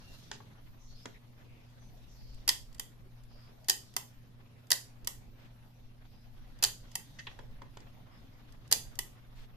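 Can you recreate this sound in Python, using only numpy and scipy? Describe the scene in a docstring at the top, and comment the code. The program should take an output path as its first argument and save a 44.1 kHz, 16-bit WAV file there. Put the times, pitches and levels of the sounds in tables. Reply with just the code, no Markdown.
"""Hands rustle and knock softly on the leather body of an old folding camera, close to a stereo microphone.
Five times a finger presses the lever: the shutter trips, slams and rebounds within 25 ms, and the lever clicks
back about 0.3 s later. Each blow is a rattle of tiny impacts that sets the camera's parts ringing in their
damped modes; the rustle is friction noise, and a finger rubbing on the lever makes faint narrow swishes. Behind
it lies a quiet room with soft puffs of noise, mains hum, the rumble of far traffic and a faint hiss."""
import sys
import numpy as np
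from scipy import signal
from scipy.fft import rfft, irfft
from scipy.io import wavfile
from scipy.ndimage import uniform_filter1d

SR = 44100
rng = np.random.default_rng(int(sys.argv[2]) if len(sys.argv) > 2 else 0)


def master(y):
    """Save y as 16-bit WAV."""
    cut = np.clip(np.atleast_2d(y).T, -1, 1)
    pcm = np.round(cut * 32767)  # scale
    wavfile.write(sys.argv[1], SR, pcm.astype(np.int16))


N = 421596

# Each kind of stroke: drive of crack, housing, blades, lever, frame and body in dB, then rattle in ms.
TRIP = (0.75, -3, -0.7, -21.5, -7, -12.5, 6)
CATCH = (-4, -0.3, -13, -21, -6, -12, 6)
BLADES = (3.5, -3.5, -3, -24, -12.5, -16.5, 4.5)
SLAM = (-4.5, 3, -9.5, -25, -4.5, -18.5, 4.5)
REBOUND = (-5.5, 3, -12, -24, -14.5, -16.5, 3.5)
RETURN = (0.3, -3.5, -2, -5.5, -9.5, -12.5, 6)
TICK = (0, -2, -7.5, -13, -6.5, -29, 7)
# The shutter fires. Each row: start in seconds, gains of trip, blades and slam in dB,
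# rebound delay in ms, rebound gain in dB.
FIRINGS = [(2.4771, -25, -18.5, -14.5, 22, -23.5), (3.684, -27, -17, -17, 22.7, -22.5),
           (4.7037, -27, -15.5, -15.5, 25, -24), (6.625, -24.5, -17.5, -16, 22.6, -18.5),
           (8.7125, -27.5, -13, -18.5, 21, -26)]
def shutter(catch_ms=2.2, blades_ms=11.6, slam_ms=14, settle_ms=10, catch_db=1, settle_db=-16):
    """A chain of collisions: trip, catch, blades, slam, rebound and a weaker settling bounce."""
    strokes = []
    for start, trip_db, blades_db, slam_db, rebound_ms, rebound_db in FIRINGS:
        chain = [(0, trip_db, TRIP), (catch_ms, trip_db + catch_db, CATCH),
                 (blades_ms, blades_db, BLADES), (slam_ms, slam_db, SLAM),
                 (rebound_ms, rebound_db, REBOUND),
                 (rebound_ms + settle_ms, rebound_db + settle_db, REBOUND)]
        strokes += [(start + ms / 1000, db, *kind) for ms, db, kind in chain]
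    return strokes


# The lever's return clicks and faint ticks. Each row: start in seconds, gain in dB.
LEVER_RETURNS = [(2.7954, -30.5), (3.9644, -24), (5.0724, -25.5), (6.9536, -27), (8.9889, -25.5)]
LEVER_TICKS = [(2.344, -58.5), (2.727, -59), (2.746, -52), (2.781, -56), (3.235, -62), (3.6435, -55.5),
               (3.9384, -54), (4.669, -61.5), (5.046, -49), (6.588, -57.5), (6.915, -52.5), (8.522, -57),
               (8.676, -59), (8.954, -52)]
def lever():
    """Impact and backlash: the lever snaps back, and ticks as it takes up or loses its slack."""
    return [(*row, *RETURN) for row in LEVER_RETURNS] + [(*row, *TICK) for row in LEVER_TICKS]


# A soft finger's drive of crack, housing, blades and lever, in dB.
FINGER_DRIVE = (3.2, -5, -12, -31)
# Fingers bump the camera. Each row: start in seconds, gain in dB, drive of frame, body and thump in dB,
# rattle in ms, low-pass cutoff in Hz.
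SCUFFS = [(0.3139, -32, -2.5, -2.5, -25, 5.1, 6000), (0.321, -48, -5, -15, -27, 50, 6000),
          (0.4027, -52.5, -7, 5.5, -5, 10, 1500), (1.0557, -39, -0.5, 3, 2, 6, 6950),
          (7.186, -40, -1.5, -24, -25, 22, 4000), (7.2677, -53.5, 16.5, 6, -9, 15.6, 4140),
          (7.3127, -62.5, -6.5, 12.5, -8, 6.3, 2000), (7.389, -52, 1.5, 8, 5, 9, 5000),
          (7.6178, -52, 0, 8.5, 4.5, 8.6, 5000), (7.7699, -47, -2, 3.5, -2, 7.2, 6000),
          (7.8021, -53.5, -4, -7, -20, 8.9, 6000)]
def scuffs():
    """Soft contact passes little treble, so a finger's blows are dull."""
    return [(start, db, *FINGER_DRIVE, *rest) for start, db, *rest in SCUFFS]


# Spectra of the unringing crack and the thin blades. Each row: frequency in Hz, relative level in dB.
CRACK_SPECTRUM = [(500, -60.5), (2000, -24), (4000, -8.5), (6000, 2), (8000, -3.5), (10000, -19.5),
                  (15000, -46.5)]
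BLADE_SPECTRUM = [(5000, -83.5), (7500, 16.5), (10000, 26.5), (13500, 29.5), (14500, 25), (15100, -30),
                  (16300, -40.5)]
# Modes of the shutter housing, lever, folding frame, leather-covered body with bellows, and the whole
# camera thumping in the palm. Each row: frequency in Hz, bandwidth in Hz, relative level in dB.
HOUSING_MODES = [(4530, 50, -17), (4867, 280, 7), (5500, 240, -9), (6450, 560, -8.5), (7090, 420, -9),
                 (7790, 970, -17)]
LEVER_MODES = [(1004, 350, -3.5), (1970, 120, 1.5), (2780, 56, -9.5), (3170, 150, -4), (3420, 41, -2),
               (4810, 230, -4.5), (5620, 210, -8.5), (6370, 200, -6.5), (7350, 130, -9.5), (7856, 170, -6)]
FRAME_MODES = [(1870, 47, -1.5), (1973, 93, 1), (2710, 290, -7.5), (3034, 290, -3.5), (3330, 160, -6),
               (3740, 120, -12.5)]
BODY_MODES = [(414, 38, -4), (502, 120, -6.5), (860, 52, 1), (970, 150, 5), (1556, 590, 0.5)]
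THUMP_MODES = [(259.9, 140, -3), (413, 100, 0.1), (620, 210, -3)]
def camera(strokes, bumps, alike=0.59, grain_db=5.5):
    """Impact excitation: each blow is a short rattle that drives all the camera's resonances at once."""
    t, out = np.arange(2000) / SR, np.zeros((2, N + 8192))
    responses = [minimum_phase(CRACK_SPECTRUM), ringing(HOUSING_MODES, alike=0.8),
                 minimum_phase(BLADE_SPECTRUM), ringing(LEVER_MODES, alike=0.62),
                 ringing(FRAME_MODES, alike=0.7), ringing(BODY_MODES), ringing(THUMP_MODES)]
    response_db = np.array([5, 9, 12, 12, 12, 12, 12])
    # metal strokes are bright, with almost no thump (-60 dB)
    metal = [(*row, -60, rattle_ms, BAND_LIMIT_HZ) for *row, rattle_ms in strokes]
    for start, db, *drive_db, rattle_ms, cutoff_hz in metal + bumps:
        common, left, right, size = rng.standard_normal((4, len(t)))
        age = t * 4000 / rattle_ms  # the envelope peaks a quarter of the way into the rattle
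        strength = gain_of(grain_db * size) * age * np.exp(-age)
        # parts radiate differently towards each ear, so the two sides agree only in part
        impacts = strength * (alike * np.sign(common) + np.sqrt(1 - alike ** 2) * np.sign([left, right]))
        softness = signal.butter(2, cutoff_hz, fs=SR, output="sos")
        at = round(start * SR)
        for response, part_db in zip(responses, response_db + drive_db):
            part = signal.sosfilt(softness, strike(impacts, response))
            part *= np.sqrt(rattle_ms)  # a longer rattle carries more energy
            out[:, at:at + part.shape[1]] += gain_of(db + part_db) * part
    return out[:, :N]


def ringing(modes, alike=1.0, size=2048):
    """Damped modes: each is a dying sine, whose phase differs between the ears when alike is below 1."""
    t = np.arange(size) / SR
    hz, width, db = np.transpose(modes)[:, :, None]
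    phase = (1 - alike) * rng.uniform(-np.pi, np.pi, hz.shape) * np.array([-.5, .5])[:, None, None]
    rings = gain_of(db) * width * np.exp(-np.pi * width * t) * np.sin(2 * np.pi * hz * t + phase)
    # little is radiated below the lowest mode
    return signal.sosfilt(signal.butter(4, 0.85 * hz.min(), "high", fs=SR, output="sos"), rings)


def minimum_phase(spectrum, size=2048):
    """Minimum phase gives a spectrum its most abrupt causal response, here of unit energy."""
    log_gain = np.log(gain_of(read(spectrum, abs(np.fft.fftfreq(size, 1 / SR)))))
    taps = np.fft.ifft(np.exp(np.conj(signal.hilbert(log_gain)))).real[:size // 2]
    return (taps / np.linalg.norm(taps))[None, None]


def strike(impacts, rings, spot_db=3.5):
    """Modal superposition at unit energy; each mode's share varies, as no two blows hit the same spot."""
    modes = signal.fftconvolve(impacts[:, None], rings, axes=2)
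    modes *= np.linalg.norm(rings, axis=2, keepdims=True) / np.linalg.norm(modes, axis=2, keepdims=True)
    modes *= gain_of(spot_db * rng.standard_normal((modes.shape[1], 1)))
    total = modes.sum(1)
    return total / np.linalg.norm(total, axis=1, keepdims=True)


# How the camera faces the microphone. Each row: frequency in Hz, left minus right level in dB.
FACING = [(400, -1), (800, 2), (2400, -1), (4500, -4), (8000, 0), (13000, -4.5)]
def stereo_ports(sound, lag_s=.00004):
    """Level and time differences give direction: the left port is a little further from the camera."""
    hz = np.fft.rfftfreq(N, 1 / SR)
    left = gain_of(read(FACING, hz) / 2) * np.exp(-1j * np.pi * hz * lag_s)
    return irfft(rfft(sound) * [left, 1 / left], N)


# The room's decay. Each row: frequency in Hz, time to fall by 60 dB in seconds.
ROOM_DECAY = [(300, 0.43), (800, 0.25), (2000, 0.22), (5500, 0.31), (12000, 0.27)]
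# The colour of its tail. Each row: frequency in Hz, relative level in dB.
ROOM_SPECTRUM = [(300, -22), (1000, -28), (3000, -26), (4900, -33.5), (6500, -30), (13500, -30),
                 (14800, -53.5)]
def room(sound, first_s=0.0041, spacing=20):
    """Reverberation: sparse reflections of random sign, each band dying at its own rate."""
    reflections = np.zeros((2, SR // 2))
    slots = np.arange(round(first_s * SR), SR // 2 - spacing, spacing)
    arrivals = slots + rng.integers(0, spacing, (2, len(slots)))
    np.put_along_axis(reflections, arrivals, rng.choice([-1., 1.], arrivals.shape), 1)
    hz, t, bands = signal.stft(reflections, SR, nperseg=128)
    fade = gain_of(-60 * t / read(ROOM_DECAY, hz)[:, None])
    fade *= gain_of(read(ROOM_SPECTRUM, hz)[:, None]) / np.linalg.norm(fade, axis=1, keepdims=True)
    tail = 6.75 * signal.istft(bands * fade, SR, nperseg=128)[1]
    return signal.fftconvolve(sound, tail, axes=1)[:, :N]


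# Spectra of the two rustles and the shaking grip. Each row: frequency in Hz, relative level in dB.
DULL_RUSTLE = [(250, -1.5), (600, 6), (1500, 1), (3500, -4), (7000, -24), (14000, -80.5)]
BRIGHT_RUSTLE = [(800, -53), (2000, -19.5), (3500, -0.5), (6000, -4), (8000, -16.5), (13800, -13.5),
                 (14500, -74.5)]
GRIP_SHAKE = [(50, -30.5), (95, 10.5), (160, 2), (280, -2.5), (450, -27.5), (1500, -84.5)]
# The hands shift. Each row: time in seconds, dull rustle level in dB, bright rustle level in dB.
GRIP = [(0.0, -65.5, -66), (0.15, -66, -60.5), (0.35, -65, -64.5), (0.5, -66, -73.5), (0.85, -71, -76.5),
        (1.01, -70.5, -66), (1.2, -70, -76.5), (2.39, -68.5, -70), (2.93, -70, -80), (3.72, -70.5, -72.5),
        (3.89, -69, -66.5), (4.15, -68.5, -79), (5.27, -68.5, -77), (5.86, -71, -78.5),
        (6.55, -66.5, -73.5), (7.25, -65.5, -64.5), (7.61, -66, -78.5), (8.89, -65, -72),
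        (9.56, -68.5, -83)]
def hands():
    """Friction of skin on leather makes broadband noise; the grip's low shaking follows the dull rustle."""
    times, *levels = np.transpose(GRIP)
    dull_db, bright_db = (np.interp(np.arange(N) / SR, times, db) for db in levels)
    shake_db = -61.5 + 1.1 * (dull_db + 67.5)
    dull = gain_of(dull_db) * noise(DULL_RUSTLE, patchy_db=2.0, flicker_db=2.7)
    bright = gain_of(bright_db) * noise(BRIGHT_RUSTLE, patchy_db=2.5, flicker_db=1.5)
    shake = gain_of(shake_db) * noise(GRIP_SHAKE, patchy_db=1.0, size=4096)
    return dull + bright + shake


# Faint narrow swishes, and soft broad puffs recurring on a two-second beat. Each row: start and length
# in seconds, centre frequency and bandwidth in Hz, level in dB.
SWISHES_AND_PUFFS = [(0, 0.19, 2760, 60, -64.5), (0.224, 0.084, 5900, 300, -72),
                     (0.77, 0.2, 6000, 1200, -67.5), (0.858, 0.15, 4380, 300, -66.5),
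                     (0.93, 0.17, 5050, 400, -64.5), (1.136, 0.05, 2070, 500, -61.5),
                     (1.363, 0.087, 1200, 1580, -63), (1.45, 0.22, 2470, 700, -69.5),
                     (1.778, 0.15, 6100, 200, -72), (2.064, 0.14, 5800, 1500, -69),
                     (2.103, 0.32, 4700, 830, -67), (3.259, 0.28, 4880, 599, -69),
                     (3.329, 0.23, 1470, 2080, -66.5), (5.359, 0.14, 1780, 2560, -64),
                     (6.075, 0.22, 5010, 301, -75.5), (8.095, 0.13, 5080, 205, -73),
                     (9.33, 0.15, 2480, 4040, -63.5)]
def swishes_and_puffs():
    """Band-limited noise fades in and out: a narrow band is heard as a swish, a broad one as a puff."""
    out = np.zeros((2, N))
    for start, length, hz, width, db in SWISHES_AND_PUFFS:
        band = signal.butter(2, [hz - width / 2, hz + width / 2], "band", fs=SR, output="sos")
        at, count = round(start * SR), round(length * SR)
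        burst = signal.sosfilt(band, rng.standard_normal((2, SR // 2)))[:, :count]
        out[:, at:at + count] += gain_of(db) * unit_rms(burst) * signal.windows.tukey(count, .6)
    return out


# Levels of the hum's first two harmonics, in dB.
HUM_LEVELS = [-60, -70.5]
def mains_hum(hz=119.9, waver_db=1.5):
    """An appliance vibrates in harmonics of twice the mains frequency; the level wavers in each ear."""
    t, out = np.arange(N) / SR, 0
    for harmonic, db in enumerate(HUM_LEVELS, 1):
        drift = uniform_filter1d(rng.standard_normal((2, N)), size=3000)
        waver = unit_rms(uniform_filter1d(drift, size=3000))
        tone = np.sqrt(2) * np.sin(2 * np.pi * (harmonic * hz * t + rng.random()))
        out += gain_of(db + waver_db * waver) * tone
    return out


# The rumble's spectrum. Each row: frequency in Hz, relative level in dB.
TRAFFIC_SPECTRUM = [(10, 18.5), (25, 19.5), (50, 12), (75, -19), (300, -91.5)]
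# Its swells. Each row: time in seconds, level in dB.
TRAFFIC_LEVELS = [(0.0, -56.5), (2.29, -54), (2.5, -51.5), (3.17, -58.5), (5.99, -56), (6.34, -50),
                  (6.52, -54), (9.56, -54)]
def far_traffic():
    """Low frequencies carry furthest, so distant traffic arrives as a slowly swelling rumble."""
    level_db = np.interp(np.arange(N) / SR, *np.transpose(TRAFFIC_LEVELS))
    return gain_of(level_db) * noise(TRAFFIC_SPECTRUM, patchy_db=2.9, size=4096)


# The background's spectrum. Each row: frequency in Hz, relative level in dB.
FLOOR_SPECTRUM = [(20, -3.5), (80, -21), (150, -19.5), (300, -21.5), (600, -26), (1300, -36), (3000, -40),
                  (5500, -45), (8300, -50.5), (11000, -44), (14000, -39.5), (14500, -100)]
def noise_floor(level_db=-61):
    """The quiet room and the microphone's hiss add up to a continuous noise floor."""
    return gain_of(level_db) * noise(FLOOR_SPECTRUM, patchy_db=4.3, flicker_db=0.56)


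# Likeness of left and right noise. Each row: frequency in Hz, correlation from 0 to 1.
EAR_CORRELATION = [(30, .6), (60, .7), (130, .8), (290, .5), (640, .2), (1400, 0)]
def noise(spectrum, patchy_db, flicker_db=0., size=1024):
    """Spectral shaping: stereo noise of rms 1, with drifting patches and a flicker common to all bands."""
    frames, hz = 4 * N // size + 5, np.fft.rfftfreq(size, 1 / SR)
    left_re, left_im, other_re, other_im, patches = rng.standard_normal((frames, len(hz), 5)).T
    flicker = unit_rms(uniform_filter1d(patches[0], size=3))
    patches = unit_rms(uniform_filter1d(uniform_filter1d(patches, size=12, axis=0), size=12, axis=1))
    alike = read(EAR_CORRELATION, hz)[:, None]
    left = left_re + 1j * left_im
    right = alike * left + np.sqrt(1 - alike ** 2) * (other_re + 1j * other_im)
    shape = gain_of(read(spectrum, hz)[:, None] + patchy_db * patches + flicker_db * flicker)
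    sound = signal.istft(shape * [left, right], nperseg=size, noverlap=3 * size // 4)[1]
    return unit_rms(sound[:, :N])


def gain_of(db):
    """Decibels to amplitude."""
    return 10 ** (np.asarray(db) / 20)


def unit_rms(x):
    """Scales to rms 1."""
    return x / np.sqrt(np.mean(x ** 2) + 1e-20)


def read(points, hz):
    """Interpolates a table on a log-frequency axis."""
    table_hz, values = np.transpose(points)
    return np.interp(np.log(hz + 1), np.log(table_hz + 1), values)


def scene():
    """Superposition: the camera and its reverberation over hands, swishes, hum, traffic and noise floor."""
    direct = stereo_ports(camera(lever() + shutter(), scuffs()))
    background = noise_floor() + far_traffic()
    return direct + room(direct) + hands() + swishes_and_puffs() + mains_hum() + background


TOP_HZ, TOP_DB, BAND_LIMIT_HZ = 14400, -8, 16500
def record(dry):
    """The microphone's frequency response: a shelf weakens the top, then a low-pass ends the band."""
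    high_pass = signal.firwin(101, TOP_HZ, pass_zero=False, fs=SR)
    low_pass = signal.firwin(511, BAND_LIMIT_HZ, window=("kaiser", 9), fs=SR)
    top = signal.oaconvolve(dry, high_pass[None], "same")
    shelved = dry - (1 - gain_of(TOP_DB)) * top
    return signal.oaconvolve(shelved, low_pass[None], "same")


dry = scene()
out = record(dry)
master(out)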